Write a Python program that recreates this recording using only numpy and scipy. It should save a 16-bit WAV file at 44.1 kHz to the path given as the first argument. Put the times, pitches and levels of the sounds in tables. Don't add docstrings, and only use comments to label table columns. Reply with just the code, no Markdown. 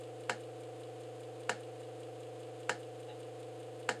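import sys
import numpy as np
from scipy import signal
from scipy.fft import rfft, irfft
from scipy.io import wavfile
from scipy.ndimage import uniform_filter1d

SR = 44100
rng = np.random.default_rng(int(sys.argv[2]) if len(sys.argv) > 2 else 0)


def wav_record(signal):
    frames = np.transpose(np.atleast_2d(signal))
    bounded = np.clip(frames, -1, 1)
    quanta = np.round(bounded * 32767).astype(np.int16)
    wavfile.write(sys.argv[1], SR, quanta)


N = 176400
T = np.arange(N) / SR
MOTOR_HZ = 25.042
DISK_S = 5 / MOTOR_HZ

# t/s, level/dB, rebound delay/s, rebound boost/dB
HEAD_STEPS = [(0.2948, -1.5, .0047, -1), (1.493, -1.5, 0.0048, 8.5), (2.6931, -1, .0046, 4),
              (3.8891, -0.5, 0.0052, 3)]
# f/Hz, level/dB, t60/s
CHASSIS_MODES = [(452, -34.5, 0.12), (511.8, -34.5, 0.19), (618, -46.5, 0.2), (713, -36, 0.14),
                 (827.5, -37.5, 0.17), (958, -35.5, 0.076), (1260, -46, 0.17), (1390, -87, 0.11),
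                 (1594, -43, 0.099), (1678, -38.5, .15), (1730, -38.5, 0.15), (1823, -43.5, .12),
                 (2994, -49, 0.093), (5180, -52, 0.2), (7150, -55.5, 0.067)]
# f/Hz, relative level/dB
CONTACT_SPECTRUM = [(60, -62), (300, -13.5), (750, -2), (1100, -35.5), (1700, 12), (2100, 2.5),
                    (2550, -2.5), (2950, 7.5), (3500, -22), (4300, 0.5), (5800, -24), (7200, -8.5),
                    (9000, -17.5), (12000, -33)]
KNOCK_SPECTRUM = [(100, -32), (500, -13), (900, -9), (1100, -7), (1350, 1), (1750, 3), (2050, -6),
                  (2500, -16), (2900, -9), (3500, -19), (4300, -16), (5800, -32), (12000, -44)]
REBOUND_SPECTRUM = [(60, -46), (500, -3), (1750, 8.5), (2550, -15), (4300, -5), (5800, -12), (7200, 5.5),
                    (9500, -18), (12000, -32.5)]


def head_steps():
    out, t = np.zeros(N), T[:SR // 2]
    case_pattern, contact_pattern = white(), white()
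    chassis = sum((-1) ** k * amp(db) * fade(t, t60) * np.sin(2 * np.pi * hz * t)
                  for k, (hz, db, t60) in enumerate(CHASSIS_MODES))
    contact = amp(-24.5) * chatter(contact_pattern, burst(t, rise_s=.0016, t60=.015), CONTACT_SPECTRUM)
    knock = amp(-17.5) * struck_body(KNOCK_SPECTRUM)
    thud = amp(-44) * burst(t, rise_s=.0064, t60=.096) * np.sin(2 * np.pi * 220 * t)
    for at_s, db, rebound_s, boost_db in HEAD_STEPS:
        stir = amp(-44) * chatter(white(), burst(t, rise_s=.0045, t60=.02), KNOCK_SPECTRUM)
        rebound = amp(-34.5) * chatter(white(), burst(t, rise_s=.0005, t60=.011), REBOUND_SPECTRUM)
        case = amp(-35) * case_ring(partly_fresh(case_pattern, kept=.8))
        for delay_s, sound in [(-.0045, stir), (0, contact + chassis + case), (.0018, knock),
                               (rebound_s, amp(boost_db) * rebound), (.0109, thud)]:
            add(out, at_s + delay_s, amp(db) * sound)
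    return out


# f/Hz, relative level/dB
CASE_SPECTRUM = [(60, -33), (250, -0.5), (500, -4), (950, -6), (1120, -15), (1450, -4.5), (1750, 3.5),
                 (1980, -11.5), (2200, -7.5), (2550, -14), (2950, -7.5), (3450, -18.5), (4200, -11.5),
                 (5400, -17.5), (5800, -18.5), (7200, -13.5), (8600, -17), (10500, -26.5), (12500, -32)]
# f/Hz, t60/s
CASE_DECAY = [(200, .17), (1600, 0.2), (4000, 0.19), (8000, 0.16), (12000, 0.076)]


def case_ring(noise):
    longest = max(t60 for _, t60 in CASE_DECAY)
    ring = chatter(noise, burst(T[:SR // 2], rise_s=.0028, t60=longest), CASE_SPECTRUM)
    hz, t, bands = signal.stft(ring, SR, nperseg=256)
    damping = fade(t, curve_at(CASE_DECAY, hz)[:, None]) / fade(t, longest)
    return signal.istft(bands * damping, SR)[1][:SR // 2]


SHAFT_ORDERS = [13, 19, 25, 29]
# rms level/dB, phase depth/rad, t/s of highest pitch, swell/share
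TONE_WARBLES = [(-58.5, 1.23, 0.009, -0.043), (-49, 1.67, 0.0094, 0.13), (-61.5, .95, .01, -0.066),
                (-58, 1.13, 0.018, 0.18)]
# height/share, t/s into the disk revolution
TONE_SURGES = [(0.23, 0.084), (0.15, 0.069), (0.34, 0.099), (0.033, 0.03)]


def motor():
    out = np.zeros(N)
    for order, warble, (surge, surge_s) in zip(SHAFT_ORDERS, TONE_WARBLES, TONE_SURGES):
        db, depth_rad, highest_s, swell = warble
        turn = 2 * np.pi * MOTOR_HZ * (T - highest_s)
        flutter = .06 * band(0, width_hz=14)
        phase = 2 * np.pi * order * MOTOR_HZ * T + depth_rad * np.sin(turn) + flutter
        load = passing(surge_s, width_s=.015)
        envelope = (1 + swell * np.cos(turn)) * (1 + surge * (load - load.mean()))
        out += amp(db) * np.sqrt(2) * envelope * np.sin(phase)
    return out


def mains_hum():
    return amp(-55.5) * np.sqrt(2) * np.sin(2 * np.pi * 120 * T)


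# f/Hz, relative level/dB
RUMBLE_SPECTRUM = [(25, -82), (70, -26), (110, -20), (190, -17.5), (290, -11.5), (338, 4), (400, -23.5),
                   (450, -7.5), (515, 0), (570, -3.5), (635, -9.5), (675, -19), (725, -1.5), (810, -13),
                   (1200, -43.5), (3000, -57)]
RUB_SPECTRUM = [(500, -9.5), (1000, 4.5), (2100, -1.5), (2850, 0.5), (3700, -4), (5000, -8), (5750, -14),
                (6400, -8), (7400, -8), (8800, -8), (10000, -13.5), (12500, -19)]
PATCH_SPECTRUM = [(1500, -18), (2900, -2), (5700, -13), (6800, -10), (7300, -1), (8000, -3), (8700, 2),
                  (9200, 1), (9800, -10), (12500, -13)]
SPECK_SPECTRUM = [(800, -31), (2900, 0), (4300, -6.5), (5800, -22), (7500, -9), (12000, -26)]
# t/s into the revolution, level/dB
SPECK_PASSES = [(.0345, -56.5), (.072, -65), (.134, -70), (.16, -68), (.182, -70)]


def disk():
    rumble = amp(-58.5) * revolving_noise(RUMBLE_SPECTRUM)
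    uneven_db = .5 * revolving(band(0, width_hz=73))
    rub = amp(-62 + uneven_db) * revolving_noise(RUB_SPECTRUM)
    patch = amp(-62) * passing(at_s=.01, width_s=.0078) * revolving_noise(PATCH_SPECTRUM)
    specks = sum(amp(db) * burst((T - s) % DISK_S, rise_s=.0014, t60=.048) for s, db in SPECK_PASSES)
    return rumble + rub + patch + specks * revolving_noise(SPECK_SPECTRUM)


# f/Hz, width/Hz, level/dB
SCRAPE_BANDS = [(1770, 430, -66), (2850, 220, -63.5), (3710, 320, -63)]


def creak(at_s=3.107, width_s=.019):
    tone = amp(-54.5) * np.sin(2 * np.pi * 840 * T)
    scrape = sum(amp(db) * band(hz, width_hz) for hz, width_hz, db in SCRAPE_BANDS)
    return np.exp(-.5 * ((T - at_s) / width_s) ** 2) * (tone + scrape)


def struck_body(spectrum):
    log_gain = np.log(amp(curve_at(spectrum, abs(np.fft.fftfreq(4096, 1 / SR)))))
    ring = np.fft.ifft(np.exp(np.conj(signal.hilbert(log_gain)))).real[:2048]
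    return ring / abs(ring).max()


def chatter(noise, envelope, spectrum, smooth_hz=250):
    size = 2 * len(envelope)
    bins = rfft(noise[:len(envelope)] * envelope, size)
    power = uniform_filter1d(abs(bins) ** 2, size=round(smooth_hz * size / SR))
    contacts = irfft(bins / np.sqrt(power + 1e-20), size)
    sound = signal.fftconvolve(contacts, struck_body(spectrum))[:len(envelope)]
    return unit(sound) * np.sqrt(np.mean(envelope ** 2))


def revolving(x):
    return np.resize(x[:round(DISK_S * SR)], N)


def revolving_noise(spectrum):
    noise = partly_fresh(revolving(white()), kept=.7)
    gain = amp(curve_at(spectrum, np.fft.rfftfreq(N, 1 / SR)))
    return unit(irfft(rfft(noise) * gain, N))


def passing(at_s, width_s):
    offset_s = (T - at_s + DISK_S / 2) % DISK_S - DISK_S / 2
    return np.exp(-.5 * (offset_s / width_s) ** 2)


def white():
    return rng.standard_normal(N)


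def band(hz, width_hz):
    bell = np.exp(-((np.fft.rfftfreq(N, 1 / SR) - hz) / width_hz) ** 2)
    return unit(irfft(rfft(white()) * bell, N))


def partly_fresh(pattern, kept):
    return np.sqrt(kept) * pattern + np.sqrt(1 - kept) * white()


def fade(t, t60):
    return np.exp(-np.log(1000) * t / t60)


def burst(t, rise_s, t60):
    return np.clip(t / rise_s, 0, 1) * fade(np.maximum(t - rise_s, 0), t60)


def amp(db):
    return 10 ** (np.asarray(db) / 20)


def unit(x):
    return x / np.sqrt(np.mean(x ** 2) + 1e-20)


def curve_at(points, hz):
    f, value = np.transpose(points)
    return np.interp(np.log(hz + 1), np.log(f + 1), value)


def add(mix, at_s, sound):
    part = mix[max(round(at_s * SR), 0):][:len(sound)]
    part += sound[:len(part)]


def scene():
    return (head_steps() + motor() + mains_hum() + disk() + creak())[None]


def record(dry, cutoff_hz=12600):
    lowpass = signal.firwin(511, cutoff_hz, window=("kaiser", 9), fs=SR)
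    return signal.oaconvolve(dry, lowpass[None], "same")


dry = scene()
out = record(dry)
wav_record(out)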